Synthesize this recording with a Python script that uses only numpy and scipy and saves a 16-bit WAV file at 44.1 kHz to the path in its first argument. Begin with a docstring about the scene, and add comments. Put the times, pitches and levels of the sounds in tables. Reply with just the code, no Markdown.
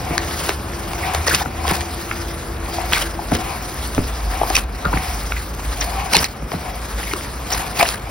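"""Glove rustle, crackling peels, wet squelches and bowl knocks sound over a low rumble and a faint hum.
A gloved hand folds and punches wet dough in a steel bowl, close to a phone with two microphone ports.
Shaped noise makes the rustle and the room air; clumps of tiny wavelets make the snaps, globs and pockets.
Noise ringing in the bowl's hollow makes the sliding dough; sweeping sine waves make the knocks.
Slowly wavering tones make the rumble and hum."""
import sys
import numpy as np
from scipy import signal
from scipy.fft import rfft, irfft, next_fast_len
from scipy.io import wavfile
from scipy.ndimage import uniform_filter1d, map_coordinates

SR = 44100
rng = np.random.default_rng(int(sys.argv[2]) if len(sys.argv) > 2 else 0)


def store_wav(level_fs):
    """Save 16-bit WAV to argv[1]."""
    pcm = np.round(np.clip(np.atleast_2d(level_fs), -1, 1) * 32767)
    wavfile.write(sys.argv[1], SR, pcm.T.astype(np.int16))


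N = 357210

# Background of the kitchen. Each row: time in seconds, then lower rumble, upper rumble and hum in dB.
ROOM_LEVELS = [(0.0, -35, -34, -37.5), (1.22, -33, -26, -36), (3.5, -27.5, -35.5, -37),
               (4.62, -21.5, -31.5, -49), (6.95, -28.5, -37.5, -73), (7.56, -25, -52, -91),
               (8.1, -27, -32, -67)]
# Colour of the steady room air. Each row: pitch in Hz, relative strength in dB per Hz.
AIR_COLOUR = [(25, -23), (50, 3), (110, 2.5), (205, -1.5), (450, -5), (1300, -9.5), (2500, -20.5),
              (6000, -38), (16000, -75)]
# Glove rubbing on the dough, faint while the hand is in the air. Each row: time in seconds, level in dB.
RUB_LEVELS = [(0.0, -40.5), (0.5, -30.5), (0.57, -42), (1.15, -34), (1.52, -44), (1.65, -36), (2.3, -37),
              (2.59, -43), (2.73, -35), (3.24, -40), (3.42, -36), (4.3, -36), (4.6, -29), (4.65, -48),
              (4.83, -39), (5.07, -30.5), (5.53, -39.5), (5.8, -32), (6.1, -37.5), (6.3, -41.5),
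              (6.47, -46), (6.53, -34), (6.65, -40), (7.06, -32.5), (7.42, -39.5), (7.6, -34),
              (8.05, -42.5)]
# Colour of the glove's rustle. Each row: pitch in Hz, relative strength in dB per Hz.
RUSTLE_COLOUR = [(300, 7), (900, 11), (1600, 9), (3200, 3), (5000, 6), (7500, 1), (10000, 2.5), (16000, 0)]
# Sticky dough peeling off glove or bowl. Each row: start in seconds, length in seconds, level in dB.
PEELS = [(1.28, 0.12, -24), (1.672, 0.085, -27), (2.929, 0.11, -26.5), (3.331, 0.034, -31),
         (4.545, 0.046, -30.5), (5.811, 0.025, -28), (6.133, 0.1, -22), (7.515, 0.094, -27.5),
         (7.787, 0.16, -25.5)]
# Dough pushed down or scooped up in the bowl. Each row: moment of hardest push in seconds, level in dB.
SLIDES = [(0.16, -27), (1.1, -23.5), (1.7, -22.5), (2.81, -27), (3.47, -24), (4.4, -24), (5.01, -22),
          (5.989, -22.5), (6.68, -28), (7.64, -25), (8.12, -30)]
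# Resonances of the air in the bowl. Each row: pitch in Hz, width in Hz, level in dB.
HOLLOW_TONES = [(720, 42, 0), (1060, 150, -11), (2300, 400, -15)]
# Bowl knocking on the counter. Each row: start in seconds, level in dB.
KNOCKS = [(0.107, -14.5), (1.332, -16), (1.462, -16), (1.709, -10), (3.319, -4), (3.979, -2.5),
          (4.859, -10), (4.935, -9.5), (4.966, -10.5), (6.16, -13), (6.423, -15.5), (6.54, -10)]
# Single strands snapping off the glove. Each row: time in seconds, level of the treble grains in dB,
# level of the lower body in dB relative to them.
SNAPS = [(0.179, -11.5, -0.5), (0.4919, -13, 4.5), (0.933, -23.5, -1), (1.148, -16, 1.5), (1.282, -16, 5),
         (1.3474, -6, -22), (1.3526, -10, -24), (1.6794, -14, -2), (1.808, -17.5, -12), (1.814, -20, -12),
         (2.948, -19, -3), (3.3513, -15, 1), (3.948, -22, -20), (4.501, -16, 1), (4.5535, -6, -27),
         (4.5661, -1.5, -28), (4.852, -24, 7), (6.135, -7, -5), (6.1522, -3, -14), (6.167, 0.5, -20),
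         (6.2429, -6.5, -30), (6.518, -26.5, 14), (7.1354, -15, 1.5), (7.8273, -7, -0.5),
         (7.8883, -10, -19)]
# Wet pockets bursting. Each row: time in seconds, grain level in dB, middle pitch in Hz, length in seconds.
POCKETS = [(1.032, -21.5, 2150, .028), (1.274, -15, 1830, .012), (1.276, -14, 5340, .008),
           (1.309, -15, 1560, 0.023), (1.337, -18, 2330, .013), (1.407, -19, 840, .018),
           (1.4585, -20.5, 1180, 0.0041), (1.65, -18, 1040, .007), (1.714, -20, 864, 0.021),
           (2.113, -15, 1790, 0.0042), (2.781, -18, 780, .014), (2.9225, -12.5, 1700, 0.0027),
           (2.9336, -8, 2600, 0.0028), (2.949, -18.5, 2240, 0.04), (2.966, -21, 1430, 0.017),
           (3.016, -23, 2980, 0.02), (3.192, -21.5, 880, 0.013), (3.318, -15, 680, 0.016),
           (4.4143, -10, 695, 0.0061), (4.432, -14.5, 850, 0.0072), (4.501, -18.5, 795, 0.015),
           (4.551, -15, 2560, .02), (4.552, -14, 5720, 0.015), (4.849, -10, 1310, 0.013),
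           (4.929, -15, 900, 0.0057), (4.937, -16, 1400, 0.0038), (4.972, -15, 1960, 0.0046),
           (5.321, -12, 2100, 0.0028), (5.365, -21, 2050, 0.0076), (6.145, -11.5, 860, 0.011),
           (6.15, -11.5, 2520, .014), (5.809, -18.5, 5700, 0.011), (6.146, -9.5, 4350, 0.019),
           (6.185, -14, 5060, .014), (6.248, -16.5, 4380, 0.0095), (6.533, -20, 774, 0.015),
           (7.032, -23, 2200, .009), (7.069, -29, 2140, 0.018), (7.112, -23.5, 2130, .014),
           (7.525, -15.5, 5780, 0.016), (7.802, -7.5, 733, .042), (7.803, -11, 2480, 0.037),
           (7.809, -7.5, 1580, 0.0045), (7.86, -23, 2700, .012)]
# How fast echoes die. Each row: pitch in Hz, time in seconds to fall by 60 dB.
ECHO_TIMES = [(200, 0.32), (2000, 0.19), (10000, 0.0065)]
# How alike the two sides are before the port differences. Each row: pitch in Hz, likeness from 0 to 1.
LIKENESS = [(60, 1), (190, .98), (300, .8), (1500, .74), (3500, .74), (7000, .85), (15000, .82)]
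# Phase difference of the ports. Each row: pitch in Hz, lead of the left port in radians.
LEFT_LEAD = [(0, 0), (500, .1), (1030, .9), (1550, -.5), (2580, 1), (4390, 1), (5170, .1), (6800, 3),
             (8180, 3.3), (9730, 6.3), (10900, 6.3), (12600, 9.2), (14400, 9.6), (15800, 12.4)]
# Level difference of the ports. Each row: pitch in Hz, left minus right in dB.
LEFT_LEVEL = [(60, 0), (280, -1), (550, 2), (1140, 5.5), (1650, 2), (2400, -.5), (7000, 0)]

HUM_HZ = 338
TEAR_DB_PER_S, SAG_DB_PER_S, LET_GO_DB_PER_S = 488, 30, 287  # a peel's rise, slow sag and fall
PEEL_STUTTER_DB = 3  # how unevenly a peel tears
PATCHY_DB = 2.5  # strength of the shifting patches in the rustle's colour
PUSH_DB_PER_S, EASE_DB_PER_S = 59, 61  # rise and fall of a push
SQUEEZE, SQUEEZE_DB = 1.056, 4.5  # pitch factor of the squeezed hollow; dB of push over which it takes over
GLOBS, GLOB_DB, GLOB_HZ = 420, -0.5, 2970  # sticky globs: how many, dB over the rubbing, middle pitch
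TICKS, TICK_DB, TICK_HZ = 120, 7, 11100  # creases flipping in the thin glove: the same three settings
GLOBS_A_PEEL, CRACKLE_DB = 14, 3  # extra globs in each peel; its fine strands, dB over the rubbing
KNOCK_T60_S, SECOND_PATH_DB = 0.12, 2  # time for a knock to fall by 60 dB; start of its second path
RAGGED_TURNS = 0.15  # random jitter of a knock's phase, in turns
THUD_HZ, THUD_DB, THUD_T60_S = 173, -4.5, 0.067  # the dough's weight landing with each knock
POCKET_SPREAD, POCKET_RING_S = 0.064, 0.0078  # scatter of log pitch; longest ring added to a grain
BRIEF_S = 0.013  # pockets shorter than this scatter wider
TOP_HZ = 15800


def amp(db):
    """Turn dB into a plain multiplier."""
    return 10 ** (np.asarray(db) / 20)


def unit(x):
    """Scale a sound to an average (RMS) strength of one."""
    return x / np.sqrt(np.mean(x ** 2) + 1e-20)


def columns(table):
    """Split a table into upright columns, ready to pair with many grains a row."""
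    return np.array(table).T[..., None]


def along(points, hz):
    """Read a pitch curve, with pitch on a log axis."""
    f, v = np.transpose(points)
    return np.interp(np.log(hz + 1), np.log(f + 1), v)


def curves(rows):
    """Join the points of each column after the time, giving one value per sample."""
    s, *cols = np.transpose(rows)
    return [np.interp(np.arange(N) / SR, s, c) for c in cols]


def wobble(rate):
    """Draw a smooth random curve with the given number of knots a second."""
    knots = rng.standard_normal(int(N * rate / SR) + 4)
    return map_coordinates(knots, [np.arange(N) * rate / SR])


def filtered(x, response):
    """Change the strength and phase of each pitch by the given response."""
    m = next_fast_len(N + SR // 2)
    return irfft(rfft(x, m) * response(np.fft.rfftfreq(m, 1 / SR)), m)[..., :N]


def efforts(start, length, db, rise, sag, fall):
    """Add the power of efforts that rise, sag while held and fall at steady dB rates; return dB."""
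    coarse = np.arange(0, N, 64)
    since = coarse / SR - start
    rising = rise * since.clip(None, 0)
    sagging = sag * since.clip(0, length)
    falling = fall * (since - length).clip(0, None)
    level = db + rising - sagging - falling
    total = 10 * np.log10(np.sum(amp(2 * level), axis=0) + 1e-20)
    return np.interp(np.arange(N), coarse, total)


def grains(s, hz, db, cycles):
    """Place short soft-edged wavelets; the second channel has the same grains at other phases."""
    k = np.arange(400)  # samples within a grain
    cycles = np.reshape(cycles, (-1, 1))
    life = np.clip(k / SR * hz[:, None] / cycles, 0, 1)
    at = (np.clip(s * SR, 0, N).astype(int)[:, None] + k).ravel()
    shape = amp(db)[:, None] * np.sin(np.pi * life ** 0.38) ** 2  # quick swell, slower fade

    def channel():
        phase = rng.random((len(s), 1))
        wave = shape * np.sin(2 * np.pi * (life * cycles + phase))
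        return np.bincount(at, wave.ravel(), N + 401)[:N]

    return np.array([channel(), channel()])


def clumps(s, db, hz, spread, length_s, count, cycles, ring_s=0):
    """Gather grains around each moment so that they swell, then thin out."""
    when = (np.arange(count) + rng.random((len(s), count))) / count
    tone, size = rng.standard_normal((2, len(s), count))
    tone = (tone - tone.mean(axis=1, keepdims=True)) / tone.std(axis=1, keepdims=True)
    grain_db = db + 2.5 * size - 30 * (when - 0.35) ** 2
    pitch = (hz * np.exp(spread * tone)).clip(300, 15000)
    start = s + (when - 0.15) * length_s
    return grains(start.ravel(), pitch.ravel(), grain_db.ravel(), cycles + (ring_s * pitch).ravel())


def scattered(count, hz, spread, spike_db):
    """Scatter grains at chance moments, with random pitches and levels."""
    pitch = hz * np.exp(spread * rng.standard_normal(count)).clip(0.3, 3)
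    level_db = spike_db * rng.standard_normal(count)
    return unit(grains(rng.random(count) * N / SR, pitch, level_db, cycles=5.0))


def kitchen():
    """Two wavering bands of rumble, a faint unsteady appliance hum and steady noise for room air."""
    low_db, high_db, hum_db = curves(ROOM_LEVELS)
    turn = 2 * np.pi * np.arange(N) / SR

    def band(hz, rate):
        return unit(np.sin(hz * turn) * wobble(rate) + np.cos(hz * turn) * wobble(rate))

    rumble = amp(low_db) * band(54, 20) + amp(high_db) * band(75, 20)
    hum = amp(hum_db + 2.5 * wobble(5)) * band(HUM_HZ, 14)
    air = unit(filtered(rng.standard_normal((2, N)), lambda hz: amp(along(AIR_COLOUR, hz))))
    return amp(-29) * air + np.array([rumble + hum, hum])


def patchy(x):
    """Raise and lower slowly shifting patches of pitch and time, the same in both channels."""
    z = signal.stft(x)[2]
    field = rng.standard_normal(z.shape[1:])
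    field = uniform_filter1d(field, size=5, axis=0)  # smooth over pitch
    field = uniform_filter1d(field, size=16, axis=1)  # smooth over time
    return signal.istft(z * amp(PATCHY_DB * unit(field)))[1][:, :N]


def glove_rustle(peel_db, rub_db):
    """The rubbing glove hisses and crackles with wet strands; its level stutters more in a peel."""
    noise = patchy(rng.standard_normal((2, N)))
    hiss = unit(filtered(noise, lambda hz: amp(along(RUSTLE_COLOUR, hz))))
    crinkles = scattered(count=9000, hz=4470, spread=0.45, spike_db=3.5)
    strands = scattered(count=2500, hz=1980, spread=0.49, spike_db=8)
    tearing = amp(peel_db - rub_db)  # near 1 where the peel dominates
    stutter_db = 1.63 * wobble(70) + PEEL_STUTTER_DB * tearing * wobble(160)
    return amp(rub_db + stutter_db) * (amp(6.5) * hiss + amp(-6) * crinkles + amp(-6.82) * strands)


def hollow(f):
    """Air held between dough and bowl rings at a few resonances, with alternating signs."""
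    total = 0
    for k, (centre, width, db) in enumerate(HOLLOW_TONES):
        resonance = 1j * f * width / (centre * centre - f * f + 1j * f * width)
        total = total + (-1) ** k * amp(db) * resonance
    return total


def dough_slides():
    """Sliding dough sounds the bowl's hollow; a hard push blends over to a squeezed, higher hollow."""
    s, db = columns(SLIDES)
    press_db = efforts(s, 0, db, PUSH_DB_PER_S, 0, EASE_DB_PER_S)
    noise = rng.standard_normal((2, N)) * amp(1.5 * wobble(40))
    blend = np.clip(1.5 + (press_db - db.max()) / SQUEEZE_DB, 0, 1) * np.pi / 2
    relaxed = filtered(noise[::-1], hollow)
    squeezed = filtered(noise, lambda f: hollow(f / SQUEEZE))
    return amp(press_db) * unit(np.cos(blend) * relaxed + np.sin(blend) * squeezed)


def globs(rub_db):
    """Sticky globs and glove ticks come by chance, as loud as the rubbing; globs crowd into peels."""
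    start, length, _ = columns(PEELS)

    def some(s, db, hz, tones, **shape):
        tone, size = rng.standard_normal((2, *s.shape))
        level_db = rub_db[(s * SR).astype(int)] + db + 3 * size
        pitch = hz * np.exp(tones * tone.clip(-1.5, 2))
        return clumps(s, level_db, pitch, count=8, **shape)

    def anywhere(count):
        return rng.random((count, 1)) * (N - 1) / SR

    def peeling(count):
        return (start + length * rng.random((len(PEELS), count))).reshape(-1, 1)

    wet_times = np.vstack([anywhere(GLOBS), peeling(GLOBS_A_PEEL)])
    wet = some(wet_times, GLOB_DB, GLOB_HZ, 0.56, spread=0.18, length_s=0.01, cycles=0.84, ring_s=0.0022)
    crackle = some(peeling(2 * GLOBS_A_PEEL), CRACKLE_DB, GLOB_HZ, 0.29,
                   spread=0.51, length_s=0.00065, cycles=2.34)
    ticks = some(anywhere(TICKS), TICK_DB, TICK_HZ, 0.079, spread=0.29, length_s=0.0035, cycles=10.5)
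    return wet + crackle + ticks


def hand():
    """Rubbing and peeling add their power to set the glove's level; sliding dough has its own."""
    peel_db = efforts(*columns(PEELS), TEAR_DB_PER_S, SAG_DB_PER_S, LET_GO_DB_PER_S)
    rub_db = 10 * np.log10(amp(2 * curves(RUB_LEVELS)[0]) + amp(2 * peel_db))
    return glove_rustle(peel_db, rub_db) + dough_slides() + globs(rub_db)


def knocks():
    """Bending waves in the counter bring high pitches first, by two paths, with a thud of dough."""
    out, t = np.zeros(N + SR), np.arange(SR // 8) / SR
    turns = 1.7 * np.log(1 + t / 0.0009) + 30 * t  # the pitch slides down
    rise = 1 - np.exp(-t / 0.0025)

    def path(turns):
        jitter = RAGGED_TURNS * map_coordinates(rng.standard_normal(40), [t * 250])
        return np.sin(2 * np.pi * (turns + jitter))

    for s, db in KNOCKS:
        wave = path(turns) + amp(SECOND_PATH_DB - 60 * t / 0.015) * path(2.25 * turns)
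        knock = amp(db - 60 * t / KNOCK_T60_S) * rise * wave
        thud = amp(db + THUD_DB - 60 * t / THUD_T60_S) * np.sin(2 * np.pi * THUD_HZ * t)
        out[round(s * SR):][:len(t)] += knock + thud
    return np.array([out[:N], np.roll(out[:N], 40)])  # the second channel is 40 samples later


def snaps():
    """A snapping strand is a short clump of grains spread over the treble, with a lower body."""
    s, db, body_db = columns(SNAPS)
    treble = clumps(s, db, 5260, 0.555, 0.0028, count=16, cycles=6.5)
    body = clumps(s, db + body_db, 1320, 0.7, 0.00281, count=6, cycles=3.8)
    return treble + body


def wet_pockets():
    """Bursting pockets gurgle near one pitch; brief ones scatter wider and sound like broad clicks."""
    s, db, centre_hz, length_s = columns(POCKETS)
    spread = POCKET_SPREAD * np.maximum(1, BRIEF_S / length_s)
    ring_s = np.minimum(0.5 * length_s, POCKET_RING_S)
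    return clumps(s, db, centre_hz, spread, length_s, count=14, cycles=1.0, ring_s=ring_s)


def walls(x):
    """The room answers with a delayed noise tail in which each pitch dies at its own speed."""
    hz, t, z = signal.stft(rng.standard_normal((2, SR // 2)), SR, nperseg=256)
    fade = amp(-60 * t / along(ECHO_TIMES, hz)[:, None])
    tail = signal.istft(z * fade, SR, nperseg=256)[1]
    tail = tail / np.linalg.norm(tail[0])
    delayed = np.pad(x, ((0, 0), (300, 0)))  # samples before the first echo
    return signal.fftconvolve(delayed, tail, axes=1)[:, :N]


def ports(pair):
    """Mix a sound and its diffuse partner into left and right, less alike at some pitches."""
    def mix(hz):
        turn = np.arccos(np.clip(along(LIKENESS, hz), -1, 1)) / 2
        return np.array([np.cos(turn), np.sin(turn)])

    mid, side = filtered(pair, mix)
    return np.array([mid + side, mid - side])


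def gain_control(x, knee_db, release_s, slope):
    """Loud bursts pull the gain down; it creeps back afterwards, so the room dips behind them."""
    keep = np.exp(-1 / (release_s * SR))
    power = signal.lfilter([1 - keep], [1, -keep], np.mean(x ** 2, axis=0))
    return x * (1 + power / amp(2 * knee_db)) ** -slope


def scene():
    """Add the hits, their echoes, the hand and the kitchen, then spread them over two ports."""
    hits = knocks() + snaps() + wet_pockets()
    return ports(kitchen() + hand() + hits + amp(-15) * walls(hits))


def record(dry):
    """Ports differ in phase and level by pitch; gain control, soft clipping and a treble cut follow."""
    f, lead = np.transpose(LEFT_LEAD)
    side = np.array([[0.5], [-0.5]])  # half the difference goes to each port

    def port_response(hz):
        return amp(side * along(LEFT_LEVEL, hz)) * np.exp(1j * side * np.interp(hz, f, lead))

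    x = filtered(dry, port_response)
    x = gain_control(x, knee_db=-18.5, release_s=1.0, slope=0.51)
    x = x / (1 + np.abs(x / 1.05) ** 6) ** (1 / 6)  # round off the peaks
    return filtered(x, lambda hz: hz < TOP_HZ)


dry = scene()
out = record(dry)
store_wav(out)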